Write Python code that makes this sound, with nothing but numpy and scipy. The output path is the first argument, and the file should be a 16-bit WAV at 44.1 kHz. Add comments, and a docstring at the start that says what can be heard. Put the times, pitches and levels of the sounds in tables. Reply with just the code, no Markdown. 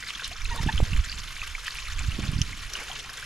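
"""Water gurgles and trickles at once, welling from an open pool filter valve and down the tank, outdoors.
Many small ringing bubbles, rising in pitch, make the gurgle and patter; shaped noise makes the wash.
Single plips, bright ticks on the plastic and clusters of small bubbles stand out of the trickle.
Two gusts of low noise buffet the microphone with soft bumps, more on the right.
Four tiny squeaks, one very faint, are chirps of a few harmonics within the first gust."""
import sys
import numpy as np
from scipy import signal
from scipy.fft import rfft, irfft
from scipy.io import wavfile

SR = 44100
rng = np.random.default_rng(int(sys.argv[2]) if len(sys.argv) > 2 else 0)


def generate_wav(signal):
    """Clip the signal to [-1, 1] and save it as 16-bit WAV at the path in sys.argv[1]."""
    frames = np.transpose(np.atleast_2d(signal))
    scaled = np.clip(frames, -1, 1) * 32767
    pcm = np.round(scaled).astype(np.int16)
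    wavfile.write(sys.argv[1], SR, pcm)


N = 143325

# rise and fall of the water; only its changes are used,
# softened for gurgle and wash, strengthened for patter:
# [t/s, gurgle level/dB, spray level/dB]
FLOW = [(0, -37.5, -47), (.2, -40, -48), (.26, -43.5, -45.5), (.35, -41.5, -53), (.56, -40, -46.5),
        (.8, -42, -45.5), (1.12, -37, -48), (1.3, -44, -46.5), (1.62, -45, -46.5), (1.69, -45.5, -44),
        (1.8, -39, -45.5), (2.0, -39, -46.5), (2.1, -41.5, -46), (2.45, -43, -46.5), (2.62, -44, -49),
        (2.8, -42, -43.5), (3.07, -41, -49.5), (3.25, -52, -43.5)]
# tone of the larger bubbles, the fine drops and the smooth wash: [f/Hz, level/dB]
GURGLE_TONE = [(400, -3), (700, -9), (1000, -1), (1400, -1), (2000, -2.5), (2800, -2.5), (4000, -5),
               (6500, -9), (8500, -10.5)]
PATTER_TONE = [(500, -14), (1200, -1.5), (3000, 3), (4800, -3.5), (6500, -3), (8600, -13), (10300, -8.5),
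               (12500, -17), (14500, -25.5), (16000, -31)]
WASH_TONE = [(59, -30), (100, 0), (134, 5.5), (173, -15), (276, -18), (670, -13.5), (1020, -4),
             (1530, -0.5), (2880, 1), (3490, -5.5), (6440, -8.5), (8660, -17), (10300, -14), (13800, -28),
             (15600, -53)]
# the hollow low gurgle: its strength [t/s, level/dB] and its tone [f/Hz, level/dB]
HOLLOW_LEVEL = [(0, -59), (.28, -73), (.32, -57.5), (.42, -70), (.49, -60), (.54, -43.5), (.7, -55.5),
                (.85, -51.5), (1.0, -65), (2.12, -64.5), (2.19, -47), (2.3, -60.5), (2.64, -64),
                (2.78, -49.5), (2.92, -55.5), (3.25, -60)]
HOLLOW_TONE = [(150, 22), (300, -0.5), (480, 2.5), (620, -2), (850, 0.5), (1300, -4)]
# tone of the wide hiss that differs between left and right, on top of the wash: [f/Hz, level/dB]
WIDE_TONE = [(200, -12), (600, -5.5), (2000, -16.5), (6000, -17.5), (8500, -1), (10300, -17.5),
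             (13000, 1.5)]
# strength of the wind: [t/s, rumble level/dB, flutter level/dB], both before their trims
GUSTS = [(0, -53.5, -55), (.22, -50.5, -60), (.27, -41.5, -51.5), (.37, -47.5, -61), (.46, -27, -74),
         (.53, -29.5, -47), (.6, -35.5, -44), (.67, -32, -31.5), (.71, -42, -46), (.79, -19.5, -47),
         (.83, -26.5, -36.5), (.88, -32, -64), (.94, -22.5, -40), (1.0, -25.5, -45), (1.04, -38, -64),
         (1.16, -36, -49), (1.33, -44.5, -67), (1.42, -39, -68), (1.55, -41.5, -72), (1.62, -45.5, -70),
         (1.8, -44, -63), (1.92, -34.5, -59), (2.0, -29, -52), (2.09, -30.5, -46), (2.12, -32, -50),
         (2.19, -35, -37.5), (2.41, -31.5, -44.5), (2.47, -35, -45), (2.65, -37.5, -60), (2.72, -44.5, -62),
         (2.82, -50.5, -61), (2.95, -47.5, -57.5), (3.25, -48.5, -67)]
# tone of the wind's low rumble and of the flutter above it: [f/Hz, level/dB]
RUMBLE_TONE = [(8, -1), (22, 2.5), (40, 2), (70, -4), (110, -13.5), (170, -33.5), (300, -34), (600, -90)]
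FLUTTER_TONE = [(50, -42), (110, -5.5), (150, -0.5), (220, -7), (320, -13), (450, -28), (800, -26),
                (2000, -83)]
# low bumps of the gusts, before panning: [t/s, peak level/dB, half length/s]
BUMPS = [(0.608, -23, 0.0019), (0.645, -20, 0.0042), (.664, -21.5, 0.00092), (0.677, -20, 0.0019),
         (0.74, -25, .0015), (0.754, -20, 0.0029), (0.803, -18.5, 0.00034), (.829, -15, 0.0018),
         (.931, -20, 0.0018), (0.997, -16.5, 0.0046), (1.994, -21.5, 0.005), (2.087, -17.5, 0.0024),
         (2.191, -20, .001), (2.239, -23, 0.0019), (2.293, -18, 0.00197), (2.335, -24, 0.0014),
         (2.365, -19, 0.0023), (2.39, -21.5, 0.0014), (2.414, -17, 0.0021)]
# the clearest bubbles and drops: [t/s, peak level/dB before the trim, starting f/Hz, ring time constant/s]
PLIPS = [(0.0366, -29, 1950, 0.0027), (0.0852, -23.5, 3700, 0.00082), (0.0928, -31, 3570, 0.0019),
         (0.1056, -18, 2620.0, 0.00042), (0.1503, -26.5, 3230, 0.0035), (0.1956, -28, 1500, 0.0033),
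         (0.1968, -29, 2480, 0.0021), (0.2205, -26.5, 1310, 0.0013), (0.2355, -23, 3560, 0.0006),
         (0.2448, -23, 5260.0, 0.0005), (0.2448, -19.5, 3570, 0.00079), (0.2521, -29, 2840.0, 0.0032),
         (0.2571, -25.0, 5480.0, 0.00046), (0.4492, -29, 3870, 0.0036), (0.4547, -24.5, 2500, 0.0031),
         (0.5778, -27.0, 3490.0, 0.0017), (0.6715, -25, 3070, 0.0006), (0.6762, -25, 2620.0, 0.0014),
         (0.7786, -17.5, 2970, 0.0011), (0.783, -26, 2800, 0.00064), (0.9326, -24, 2600, 0.0028),
         (0.9651, -21, 2040, 0.00049), (1.0963, -25.5, 4350, 0.0013), (1.1172, -24, 4460, 0.0018),
         (1.1266, -23, 2530, 0.00047), (1.3654, -29.5, 2170, 0.0033), (1.3946, -27.0, 2580, 0.001),
         (1.4167, -21.5, 2410, 0.0027), (1.5508, -22.5, 2140, 0.0029), (1.6586, -34, 2750, 0.0033),
         (1.6686, -23.5, 2840.0, 0.0015), (1.68, -21, 2480, 0.0011), (1.6801, -29, 4500, 0.002),
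         (1.6805, -21.5, 1730, 0.0023), (1.7074, -24.5, 4280.0, 0.00075), (1.7545, -26, 2510.0, 0.0012),
         (1.7861, -22.5, 2280, 0.001), (1.8534, -28.0, 2280, 0.0012), (1.8648, -29.0, 2340, 0.0007),
         (1.8707, -29, 1990, 0.0024), (1.9906, -22, 2240, 0.0007), (1.9928, -24.5, 7130, 0.001),
         (2.118, -25.5, 2680, 0.0027), (2.2288, -27, 2130.0, 0.0014), (2.3824, -25.5, 4460.0, 0.0006),
         (2.4164, -11, 5600, 0.00046), (2.4167, -17, 2860, 0.0015), (2.53, -26.5, 2040, 0.0025),
         (2.7359, -19, 5480.0, 0.00091), (2.7533, -29.5, 1430, 0.0024), (2.7534, -20.5, 2760, 0.0023),
         (2.7901, -28, 2300, 0.0022), (2.8037, -32.0, 2070, 0.004), (2.8156, -34, 1480.0, 0.0017),
         (2.9152, -24.5, 3000, 0.0014), (2.9585, -30.5, 2550, 0.002), (3.0935, -29.5, 1590, 0.0027)]
# larger, slower bubbles: [t/s, peak level/dB, starting f/Hz, ring time constant/s]
GULPS = [(.312, -41, 680, 0.014), (.496, -34.5, 1317, 0.0046), (1.045, -33, 1680, 0.0027),
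         (1.244, -45, 1240, 0.0025), (1.428, -32.5, 1135, .004), (1.581, -34, 1190, 0.0045),
         (2.899, -36, 732, 0.0092), (2.913, -41, 940, .004), (2.928, -42, 870, .004),
         (3.181, -34, 1520, .005), (3.226, -30, 1480, 0.0041)]
# bright ticks of spray on the tank: [t/s, peak level/dB]
TICKS = [(0.0806, -33), (.278, -26), (.445, -28.5), (0.561, -27), (.666, -34), (.816, -40), (.9505, -48),
         (1.668, -27.5), (1.748, -32), (2.3166, -29), (2.416, -27), (2.736, -31.5), (2.837, -33.5),
         (3.133, -30), (3.209, -34.5)]
# dense bursts of droplets: [t/s, level/dB, length/s, centre f/Hz]
SPLASHES = [(0.081, -43, .03, 3540), (0.217, -42.5, 0.011, 1480), (0.24, -39, .02, 4140),
            (1.66, -39.5, 0.026, 3050), (1.705, -54, 0.015, 4400), (1.984, -43, 0.034, 2460),
            (2.227, -40.5, .016, 2310), (2.751, -42, .02, 2420), (2.786, -42, 0.046, 2080),
            (2.951, -39.5, 0.024, 2930), (2.988, -39.5, 0.021, 4200)]
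# short squeaks: [t/s, length/s, level/dB, top f/Hz before jitter, place of the top from 0 to 1]
SQUEAKS = [(0.5, 0.046, -27.5, 964, 0.39), (0.538, 0.022, -40, 950, 0), (0.58, 0.026, -27, 902, 0.58),
           (0.683, 0.0212, -17.5, 895, 0.74)]
# strength of each squeak's harmonics, lowest first: [level/dB]
SQUEAK_HARMONICS = [-4.5, -8, -17, -20.5]
# the water's place, left minus right: [f/Hz, level/dB]
BALANCE = [(200, 5.5), (500, 1), (1200, -0.5), (2400, -1), (4400, 0.5), (8000, 0.5), (13000, 4)]
# tone of the reflections off tank and pool wall: [f/Hz, level/dB]
SCATTER_TONE = [(300, -7), (1500, -22), (4000, -4), (8000, -8), (12000, -5.5)]
# how far the left side lags: [f/Hz, phase/radians]
LEFT_LAG = [(300, 0.083), (1000, 0.3), (1700, 0.54), (4100, 0.31), (8000, 0.058), (10000, 0.052),
            (15000, .15)]

GURGLE_DB, BUBBLES_PER_S, BUBBLE_SPREAD_DB, BUBBLE_CYCLES = -43.5, 1300, 3.5, 4.27
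PATTER_DB, DROPS_PER_S, DROP_SPREAD_DB, DROP_CYCLES = -47, 2000, 3.5, 3
WASH_DB, SURGE_DB, SURGE_HZ = -45.5, 2.5, 36.4
WIND_PAN_DB, WIND_APART_DB = -5.5, -15  # left minus right; part that differs between the sides
RUMBLE_TRIM_DB, FLUTTER_TRIM_DB = 0.5, -2.5
PUFF_DB, PUFF_HZ = 3.5, 30  # the flutter comes in uneven puffs
GLIDE, GULP_GLIDE = 0.06, 0.076  # share by which pitch rises in one ring time constant
GLIDE_LIMIT, ONSET_CYCLES = 3.8, 1.0  # the rise stops after this many time constants
PLIP_TRIM_DB = -1
TICK_HZ, TICK_WIDTH_HZ, TICK_S = 8800, 2400, 0.00027
SPLASH_SPREAD, SPLASH_CYCLES = 0.401, 2.3  # scatter of pitch (log units), ring of each droplet
SQUEAK_ARCH, SQUEAK_JITTER, SQUEAK_SHARP = 0.21, 0.033, 1.75  # pitch shares; power of the fade shape
SQUEAK_ECHO_DB, SQUEAK_ECHO_S = -10, 0.016
SCATTER_S = 0.006  # time constant of the reflections
EDGE_HZ = 15700


def amp(db):
    """Turns decibels into a gain."""
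    return 10 ** (np.asarray(db) / 20)


def unit(x):
    """Scales a sound to an average (rms) strength of 1."""
    return x / np.sqrt(np.mean(x ** 2) + 1e-20)


def add(mix, s, sound):
    """Mixes a sound in, starting at s seconds."""
    part = mix[max(round(s * SR), 0):][:len(sound)]
    part += sound[:len(part)]


def colour(x, points, share=1):
    """Changes the tone along a curve of (f/Hz, level/dB), or by a share of it."""
    hz, db = np.transpose(points)
    f = np.fft.rfftfreq(2 * N, 1 / SR)
    gain = amp(share * np.interp(np.log(f + 1), np.log(hz), db))
    return irfft(rfft(x, 2 * N) * gain)[..., :N]


def curve(table, axis):
    """Draws one column of a timed table as a line through every sample."""
    rows = np.array(table)
    return np.interp(np.arange(N) / SR, rows[:, 0], rows[:, axis])


def wander(hz):
    """Makes a random drift, weak below 2 Hz and above the given rate, of rms 1."""
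    f = np.fft.rfftfreq(N, 1 / SR)
    keep = f / (f + 2) / np.sqrt(1 + (f / hz) ** 4)
    return unit(irfft(rfft(rng.standard_normal(N)) * keep, N))


def bubble(hz, ring_s, glide=GLIDE):
    """A bubble swells within a cycle or two, then dies away as its pitch rises."""
    t = np.arange(int(8 * ring_s * SR) + 16) / SR
    shape = (1 - np.exp(-t * hz / ONSET_CYCLES)) * np.exp(-t / ring_s)
    pitch = hz * (1 + glide * np.minimum(t / ring_s, GLIDE_LIMIT))
    return shape / shape.max() * np.sin(2 * np.pi * np.cumsum(pitch) / SR)


def swarm(low_hz, high_hz, per_s, spread_db, cycles, count):
    """Bubbles of every size ring at random moments, a few much stronger than the rest."""
    out = np.zeros(N)
    for live, when, pitch, size, damping, sign in rng.random((count, 6)):
        if live < per_s * N / SR / count:  # keeps about per_s bubbles a second
            hz = low_hz * (min(high_hz, SR / 3) / low_hz) ** pitch
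            ring_s = cycles * 2 ** (2 * damping - 1) / hz  # half to twice the usual ring
            ring = bubble(hz, ring_s)
            gain = amp(spread_db * min(-np.log(size), 3.5)) * np.sign(sign - .5)
            add(out, when * N / SR, gain * ring * np.sqrt(hz / (ring @ ring)))
    return out


def trickle():
    """Bubbles gurgle and patter over a noise wash; all but the hollow gurgle surge with the flow."""
    low, high = curve(FLOW, axis=1), curve(FLOW, axis=2)
    low, high = low - low.mean(), high - high.mean()
    surge = SURGE_DB * wander(SURGE_HZ)
    bubbles = swarm(996, 7210, BUBBLES_PER_S, BUBBLE_SPREAD_DB, BUBBLE_CYCLES, count=6500)
    fine_drops = swarm(1252, 13570, DROPS_PER_S, DROP_SPREAD_DB, DROP_CYCLES, count=9000)
    big_bubbles = swarm(257.4, 1146, per_s=350, spread_db=2.6, cycles=3.45, count=1600)
    gurgle = colour(bubbles, GURGLE_TONE) * amp(0.65 * low + surge)
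    patter = colour(fine_drops, PATTER_TONE) * amp(1.24 * high + 1.13 * surge)
    hollow = colour(big_bubbles, HOLLOW_TONE)
    wash = colour(rng.standard_normal(N), WASH_TONE) * amp(0.67 * high + 0.34 * surge)
    return (amp(GURGLE_DB) * unit(gurgle)
            + amp(PATTER_DB) * unit(patter)
            + amp(curve(HOLLOW_LEVEL, axis=1)) * unit(hollow)
            + amp(WASH_DB) * unit(wash))


def spray():
    """Fine hiss from all around the tank: noise with opposite signs left and right sounds wide."""
    wash = unit(colour(rng.standard_normal(N), WASH_TONE))
    hiss = colour(wash, WIDE_TONE)
    return amp(WASH_DB) * np.array([hiss, -hiss])


def air():
    """Moving air makes a low rumble, with a puffing flutter above it, from two bands of noise."""
    rumble = unit(colour(rng.standard_normal(N), RUMBLE_TONE))
    flutter = unit(colour(rng.standard_normal(N), FLUTTER_TONE))
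    flutter_db = FLUTTER_TRIM_DB + curve(GUSTS, axis=2) + PUFF_DB * wander(PUFF_HZ)
    return rumble * amp(RUMBLE_TRIM_DB + curve(GUSTS, axis=1)) + flutter * amp(flutter_db)


def wind():
    """Gusts rumble, flutter and bump on the microphone, more on the right."""
    both = air()
    apart = amp(WIND_APART_DB) * colour(air(), [(50, -5), (130, -1), (300, 8)])
    for s, db, half_s in BUMPS:
        u = (np.arange(N) / SR - s) / half_s
        both += amp(db) * u * np.exp((1 - u ** 2) / 2)  # one dip, then one push
    left = (both + apart) * amp(WIND_PAN_DB / 2)
    right = (both - apart) * amp(-WIND_PAN_DB / 2)
    return np.array([left, right])


def drops():
    """Single bubbles plip and gulp, and tiny bursts of bright noise tick on the plastic."""
    out = np.zeros(N)
    for s, db, hz, ring_s in PLIPS:
        add(out, s, amp(db + PLIP_TRIM_DB) * bubble(hz, ring_s))
    for s, db, hz, ring_s in GULPS:
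        add(out, s, amp(db) * bubble(hz, ring_s, GULP_GLIDE))
    t = np.arange(256) / SR
    f = np.fft.rfftfreq(len(t), 1 / SR)
    band = np.exp(-((f - TICK_HZ) / TICK_WIDTH_HZ) ** 2 / 2)
    shape = (t / TICK_S) ** 2 * np.exp(-t / TICK_S)
    for s, db in TICKS:
        tick = irfft(rfft(rng.standard_normal(len(t)) * shape) * band)
        add(out, s, amp(db) * tick / abs(tick).max())
    return out


def splashes(count=60):
    """Water breaks on the tank in short clusters of small bubbles."""
    out = np.zeros(N)
    for s, db, length, centre_hz in SPLASHES:
        burst = np.zeros(SR // 4)
        for when, pitch in zip(rng.random(count), rng.standard_normal(count)):
            hz = min(centre_hz * np.exp(SPLASH_SPREAD * pitch), SR / 3)
            add(burst, when * length, bubble(hz, SPLASH_CYCLES / hz))
        add(out, s, amp(db) * burst * np.sqrt(length * SR / (burst @ burst)))
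    return out


def squeaks():
    """Brief chirps of a few harmonics, each with a small arch in pitch and a short echo."""
    out, jitter = np.zeros(N), wander(200)
    for s, length, db, hz, top in SQUEAKS:
        u = np.arange(0, length, 1 / SR) / length  # 0 to 1 through the squeak
        wobble = SQUEAK_JITTER * jitter[int(s * SR):][:len(u)]
        pitch = hz * (1 - SQUEAK_ARCH * (u - top) ** 2 + wobble)
        turn = 2 * np.pi * np.cumsum(pitch) / SR
        tone = sum(amp(level) * np.sin((k + 1) * turn) for k, level in enumerate(SQUEAK_HARMONICS))
        add(out, s, amp(db) * abs(np.sin(np.pi * u)) ** SQUEAK_SHARP * tone)
    t = np.arange(4096) / SR
    echo = rng.standard_normal(len(t)) * np.exp(-t / SQUEAK_ECHO_S)
    echo /= np.linalg.norm(echo)
    return out + amp(SQUEAK_ECHO_DB) * signal.fftconvolve(out, echo)[:N]


def yard(x):
    """Direct sound, a little later on the left, with short scatter from tank and pool wall."""
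    t = np.arange(4096) / SR
    tails = rng.standard_normal((2, len(t))) * np.exp(-t / SCATTER_S) * (t > .001)
    tails /= np.linalg.norm(tails, axis=1, keepdims=True)
    scatter = colour(signal.fftconvolve(x[None], tails, axes=1)[:, :N], SCATTER_TONE)
    lag = np.interp(np.fft.rfftfreq(N, 1 / SR), *np.transpose(LEFT_LAG))
    late = irfft(rfft(x) * np.exp(-1j * lag), N)
    left = colour(late + scatter[0], BALANCE, .5)
    right = colour(x + scatter[1], BALANCE, -.5)
    return np.array([left, right])


def scene():
    """Water and squeaks in the yard, spray all around, wind at the microphone."""
    return yard(trickle() + drops() + splashes() + squeaks()) + spray() + wind()


def record(dry):
    """The recorder's band limit: a filter takes away what lies above EDGE_HZ."""
    low_pass = signal.firwin(511, EDGE_HZ, window=("kaiser", 9), fs=SR)
    return signal.oaconvolve(dry, low_pass[None], "same")


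dry = scene()
out = record(dry)
generate_wav(out)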